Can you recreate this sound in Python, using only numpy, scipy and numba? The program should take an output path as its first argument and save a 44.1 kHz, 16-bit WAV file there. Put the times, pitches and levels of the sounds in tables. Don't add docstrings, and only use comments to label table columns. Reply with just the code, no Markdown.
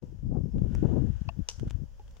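import sys
import numpy as np
from scipy import signal
from scipy.fft import rfft, irfft
from scipy.io import wavfile
from scipy.ndimage import uniform_filter1d, map_coordinates
from numba import njit

SR = 44100
rng = np.random.default_rng(int(sys.argv[2]) if len(sys.argv) > 2 else 0)


def log_audio(samples):
    frames = np.atleast_2d(samples).T
    limited = np.clip(frames, -1, 1)
    pcm = np.round(limited * 32767).astype(np.int16)
    wavfile.write(sys.argv[1], SR, pcm)


N = 97020
TIME = np.arange(N) / SR
FOREST_PAN_DB, CLICK_T60_S = 2.5, 0.031


def undb(db):
    return 10 ** (np.asarray(db) / 20)


def curve(rows, column=1):
    rows = np.array(rows)
    return np.interp(TIME, rows[:, 0], rows[:, column])


def pan(db):
    return undb(np.array([[db], [-db]]) / 2)


def flutter(rate_hz):
    width = int(SR / rate_hz)
    smooth = uniform_filter1d(uniform_filter1d(rng.standard_normal(N), width), width)
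    return smooth / smooth.std()


def narrowband(hz, width_hz):
    phase = 2 * np.pi * np.cumsum(hz) / SR
    return flutter(width_hz) * np.cos(phase) + flutter(width_hz) * np.sin(phase)


def colour(x, spectrum, tilt_db=0):
    hz, db = np.array(spectrum).T
    octave = np.log2(np.maximum(np.fft.rfftfreq(N, 1 / SR), 1))
    gain = undb(np.interp(octave, np.log2(hz), db + tilt_db * np.log2(hz)))
    cepstrum = irfft(np.log(gain / np.sqrt(np.mean(gain ** 2))), N)
    causal_fold = 1 + np.sign(np.fft.fftfreq(N))
    response = irfft(np.exp(rfft(cepstrum * causal_fold)), N)[:1024]
    return signal.fftconvolve(x, response[None], axes=1)[:, :N]


def impulse(start):
    return np.ones((2, 1)) * (np.arange(N) == int(start * SR))


def burst(start, t60):
    age = TIME - start
    noise = rng.standard_normal((2, N)) * (age >= 0) * np.exp(-np.log(1000) * np.abs(age) / t60)
    return noise / np.sqrt(np.sum(noise ** 2, axis=1, keepdims=True))


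def ring(age, modes, attack_s):
    vibration = 0
    for hz, db, t60 in modes:
        phase = 2 * np.pi * (hz * age + rng.random())
        vibration += undb(db) * np.sin(phase) * np.exp(-np.log(1000) * age / t60)
    return vibration * (1 - np.exp(-(age / attack_s) ** 2))


# f/Hz, relative level/dB
AIR_SPECTRUM = [(200, 11.5), (400, 2), (550, 14), (660, 2), (900, 6.5), (1200, -3), (1450, -1), (1750, -2),
                (2200, -8), (3100, -3), (4100, -12), (5200, -3.5), (7000, -6), (8000, -15.5),
                (12000, -17.5), (15000, -14.5)]
RUSTLE_SPECTRUM = [(300, -3.5), (800, 3), (1200, -2), (1500, 7), (1800, 3), (2150, -6.5), (2900, -1.5),
                   (3500, -6), (4100, -13), (6700, -9), (8000, -21.5), (15000, -34.5)]
# t/s, level/dB
AIR_LEVEL = [(0, -113), (.025, -66.5), (.08, -68), (.3, -70.5), (.6, -66.5), (1.4, -66), (1.9, -67),
             (2.2, -64.5)]
RUSTLE_LEVEL = [(0, -93.5), (.5, -90), (.75, -60), (.86, -63.5), (1.05, -66), (1.22, -67), (1.36, -76.5),
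                (1.48, -70.5), (1.72, -68.5), (1.87, -90), (2.2, -77)]
def foliage(shared_power=0.17, flicker_db=1):
    def hiss(spectrum):
        common = np.sqrt(shared_power) * rng.standard_normal(N)
        separate = np.sqrt(1 - shared_power) * rng.standard_normal((2, N))
        return colour(common + separate, spectrum)
    rustle = hiss(RUSTLE_SPECTRUM) * undb(curve(RUSTLE_LEVEL) + flicker_db * flutter(120))
    air = hiss(AIR_SPECTRUM) * undb(curve(AIR_LEVEL))
    return (air + rustle) * pan(FOREST_PAN_DB)


# centre t/s, length/s, level/dB, f/Hz, glide/(Hz/s)
BIRD_NOTES = [(.275, .035, -86.5, 5000, 1000), (.38, .07, -85.5, 5130, 0), (.447, .03, -79, 5260, 9000),
              (.53, 0.023, -80.5, 5330, -10000)]
def bird():
    out = 0
    for centre, length, db, hz, glide in BIRD_NOTES:
        offset = np.clip(TIME - centre, -2 * length, 2 * length)
        envelope = np.exp(-2 * (offset / length) ** 2) * undb(db)
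        out += narrowband(hz + glide * offset, width_hz=420) * envelope
    return out * pan(FOREST_PAN_DB)


# t/s, impulse level/dB, tail level/dB, L-R/dB, tilt/(dB/octave)
TICKS = [(0.5837, -27, -40.5, 20, -2), (.7355, -41, -38, 17, -19), (1.208, -55, -35, 5, 1.5),
         (1.5974, -26.5, -30.5, -14.5, 1), (1.6783, -41, -29, -15, 0), (1.6981, -47, -32, -7, 3),
         (1.7086, -21, -30.5, 11.5, 1), (2.079, -45, -36, 5, 1.5), (2.11, -47, -45, -6, 6),
         (2.1682, -40, -32, 6, 1.5)]
# f/Hz, relative level/dB
TICK_SPECTRUM = [(150, 18.5), (400, 8.5), (1000, 1.5), (1600, -2.5), (2100, -6), (3100, -1), (4300, -11),
                 (6500, -9.5), (8500, -17), (11000, -32), (15000, -29)]
def ticks():
    out = 0
    for start, db, tail_db, pan_db, tilt_db in TICKS:
        contact = undb(db) * impulse(start) + undb(tail_db) * burst(start, CLICK_T60_S)
        out += colour(contact, TICK_SPECTRUM, tilt_db) * pan(pan_db)
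    return out


# f/Hz, relative level/dB
TWIG_SPECTRUM = [(250, 8.5), (600, 10.5), (1130, 0.5), (2500, -3.5), (3400, -22), (4300, -21), (5600, -3.5),
                 (7200, -13.5), (8600, -13.5), (11000, -35), (12200, -36), (14000, -23)]
def twig(start=0.7509, db=-19.5, pan_db=-4, tail_db=-9):
    excitation = impulse(start) + undb(tail_db) * burst(start, CLICK_T60_S)
    return colour(excitation, TWIG_SPECTRUM) * undb(db) * pan(pan_db)


# f/Hz, relative level/dB, T60/s
BUMP_MODES = [(495, 0.5, 0.18), (952, -17, 0.13)]
KNOCK_MODES = [(677, -1, 0.038), (850, 2, 0.022), (970, -4, 0.019), (1128, -6, .027), (1810, -25, 0.067),
               (2614, 4.5, 0.018), (2750, -2.5, 0.029), (3260, -18, 0.023), (4400, 2, 0.0057),
               (5250, 0, .005)]
THUD_MODES = [(414, -2, 0.047), (840, 1, 0.06), (1030, -19, 0.027)]
# f/Hz, relative level/dB
SCUFF_SPECTRUM = [(400, -4), (1000, 6), (1900, -13.5), (2800, -3), (3600, -10), (5200, -10), (6500, -22),
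                  (8000, -37)]
def knock(modes, start, db, pan_db, scuff_db=6.5, left_lag_s=0.00011):
    age = np.maximum(TIME - start - np.array([[left_lag_s], [0]]), 0)
    scuff = undb(scuff_db) * colour(burst(start, t60=0.022), SCUFF_SPECTRUM)
    return (ring(age, modes, attack_s=0.0017) + scuff) * undb(db) * pan(pan_db)


# t/s, level/dB
SNAP_ARRIVALS = [(1.4875, -4), (1.4977, -20), (1.501, -22.5), (1.5131, -22.5)]
# f/Hz, relative level/dB, T60/s
SNAP_MODES = [(485, -33.5, 0.017), (910, -30.5, .018), (2930, -23, 0.013), (3590, -22.5, 0.0059),
              (4780, -23.5, .007), (5940, -15.5, .0065), (7360, -24, .005)]
# f/Hz, relative level/dB
SNAP_SPECTRUM = [(200, -40), (450, -8), (900, -3.5), (1500, -11.5), (2000, -16), (2700, 0), (3300, 1.5),
                 (3800, -2), (4800, 2), (5800, 8), (6800, -0.5), (8500, -8.5), (10300, -12), (11200, -22),
                 (15000, -27)]
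SCATTER_SPECTRUM = [(500, -11.5), (1400, -8), (2000, -18), (3200, -6.5), (4000, -11), (5700, 3.5),
                    (7000, -4), (9000, -18), (11500, -23), (15000, -37)]
def snap(splinter_db=-6.5, body_db=-8, scatter_db=-17.5, pan_db=5, right_lag_s=0.00006):
    crack, body = 0, 0
    for start, db in SNAP_ARRIVALS:
        splinter = undb(splinter_db) * colour(burst(start, t60=0.0064), SNAP_SPECTRUM)[0]
        ringing = ring(np.maximum(TIME - start, 0), SNAP_MODES, attack_s=0.00018)
        crack += undb(db) * (ringing + splinter)
        body += undb(db + body_db) * burst(start, t60=0.04)
    delayed_crack = map_coordinates(crack, [np.arange(N) - right_lag_s * SR])
    near = np.array([crack, delayed_crack]) + colour(body, SNAP_SPECTRUM, tilt_db=-0.5)
    scattered = undb(scatter_db) * colour(burst(SNAP_ARRIVALS[0][0], t60=0.35), SCATTER_SPECTRUM)
    return near * pan(pan_db) + scattered * pan(FOREST_PAN_DB)


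# t/s, level/dB, f/Hz
WHISTLE = [(.28, -91, 650), (.325, -54, 718), (.348, -55, 850), (.364, -42, 763), (.385, -54, 666),
           (.43, -90, 645)]
def port_whistle():
    return narrowband(curve(WHISTLE, column=2), width_hz=130) * undb(curve(WHISTLE))


# centre t/s, level at the louder port/dB, f/Hz, L-R/dB
BUFFETS = [(.039, -27, 163, 27), (0.3268, -19, 208, 26), (0.3734, -19, 119, 23), (0.4446, -20.5, 140, 28),
           (0.6196, -16.5, 105, 24), (0.828, -11.5, 254, 27), (0.8553, -13, 173, 19), (.9795, -15, 220, 31),
           (1.0164, -18, 133, 32), (1.1036, -15.5, 134, 32), (1.2172, -20.5, 147, 31),
           (1.2822, -22, 115, 32), (1.393, -17, 164.5, 37), (1.6325, -24.5, 290, 22),
           (1.674, -22, 95.4, -2.5), (1.751, -21.5, 78, 26), (1.8216, -23, 150, 32)]
def buffets(width_cycles=0.59, steepening=0.12):
    def swing(cycles):
        return -np.sin(2 * np.pi * cycles) * np.exp(-(cycles / width_cycles) ** 2)
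    out = 0
    for centre, db, hz, pan_db in BUFFETS:
        cycles = np.clip((TIME - centre) * hz, -4, 4)
        pressure = swing(cycles) + steepening * swing(2 * cycles)
        out += pressure * undb(db) * pan(pan_db) / pan(pan_db).max()
    return out


@njit
def lowpass(x, corner_hz):
    y, band_state, low_state = np.empty(len(x)), 0., 0.
    for i in range(len(x)):
        gain = np.tan(np.pi * corner_hz[i] / SR)
        band = (band_state + gain * (x[i] - low_state)) / (1 + gain * (gain + 2))
        y[i] = low_state + gain * band
        band_state, low_state = 2 * band - band_state, 2 * y[i] - low_state
    return y


# t/s, level/dB, corner f/Hz (smaller eddies raise it)
GUSTS_LEFT = [(0, -101, 99), (.022, -45, 260), (.035, -39.5, 387), (.07, -42, 152), (.12, -39, 254),
              (.17, -39, 110), (.22, -35, 120), (.25, -28.5, 176), (.29, -22.5, 136), (.315, -27, 282),
              (.365, -25, 380), (.41, -25.5, 242), (.435, -27.5, 180), (.455, -28, 240), (.51, -36, 125),
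              (.54, -25, 230), (.58, -22.5, 220), (.6, -27.5, 223), (.635, -20.5, 236), (.67, -25.5, 214),
              (.72, -27.5, 190), (.78, -21, 178), (.82, -27, 150), (.833, -21, 300), (.86, -20, 440),
              (.876, -26, 350), (.895, -22, 430), (.94, -22, 367), (.98, -21.5, 313), (1.04, -22, 276),
              (1.1, -26, 210), (1.13, -29, 109), (1.16, -28, 95), (1.195, -33.5, 90), (1.22, -30, 131),
              (1.25, -35.5, 99), (1.285, -33, 150), (1.31, -35, 105), (1.345, -40.5, 130),
              (1.372, -34, 208), (1.385, -41, 170), (1.402, -27.5, 129), (1.425, -28, 71),
              (1.45, -46.5, 45), (1.55, -41, 50), (1.6, -34, 118), (1.628, -26, 265), (1.65, -35.5, 226),
              (1.672, -31, 310), (1.684, -37, 130), (1.7, -35, 104), (1.745, -29, 93), (1.785, -33.5, 200),
              (1.83, -31.5, 204), (1.87, -42.5, 58), (2.2, -48, 54)]
GUSTS_RIGHT = [(0, -84, 70), (.07, -45, 70), (.18, -55.5, 90), (.24, -42.5, 120), (.3, -35.5, 130),
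               (.5, -52.5, 80), (.57, -29.5, 160), (.61, -39.5, 130), (.7, -42, 90), (.8, -34, 150),
               (.87, -37, 180), (.93, -47, 130), (1.18, -49, 100), (1.3, -60.5, 80), (1.43, -70.5, 60),
               (1.55, -71, 70), (1.59, -44, 110), (1.645, -40, 170), (1.67, -31, 180), (1.7, -53, 105),
               (1.78, -54, 100), (2.13, -44.5, 65), (2.2, -60.5, 65)]
def wind(gusts, eddy_db=2.5, eddy_octaves=0.13):
    eddies = flutter(rate_hz=110)
    corner_hz = np.clip(curve(gusts, column=2) * 2 ** (eddy_octaves * eddies), 20, 2000)
    rumble = lowpass(lowpass(rng.standard_normal(N), corner_hz), corner_hz)
    rumble *= undb(eddy_db * eddies) / np.sqrt(corner_hz)
    rumble = signal.sosfilt(signal.butter(2, [37, 1320], "band", fs=SR, output="sos"), rumble)
    power = uniform_filter1d(uniform_filter1d(rumble ** 2, size=1100), size=1100)
    return rumble / np.sqrt(power) * undb(curve(gusts))


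def scene():
    whistle = port_whistle()
    airflow = np.array([wind(GUSTS_LEFT) + whistle, wind(GUSTS_RIGHT)]) + buffets()
    knocks = (knock(BUMP_MODES, start=0.025, db=-49.5, pan_db=8.5)
              + knock(KNOCK_MODES, start=1.2881, db=-30, pan_db=6.9)
              + knock(THUD_MODES, start=1.995, db=-46.5, pan_db=0))
    return foliage() + bird() + ticks() + twig() + knocks + snap() + airflow


def record(dry, cutoff_hz=15800):
    return signal.sosfilt(signal.ellip(8, .2, 70, cutoff_hz, fs=SR, output="sos"), dry)


dry = scene()
out = record(dry)
log_audio(out)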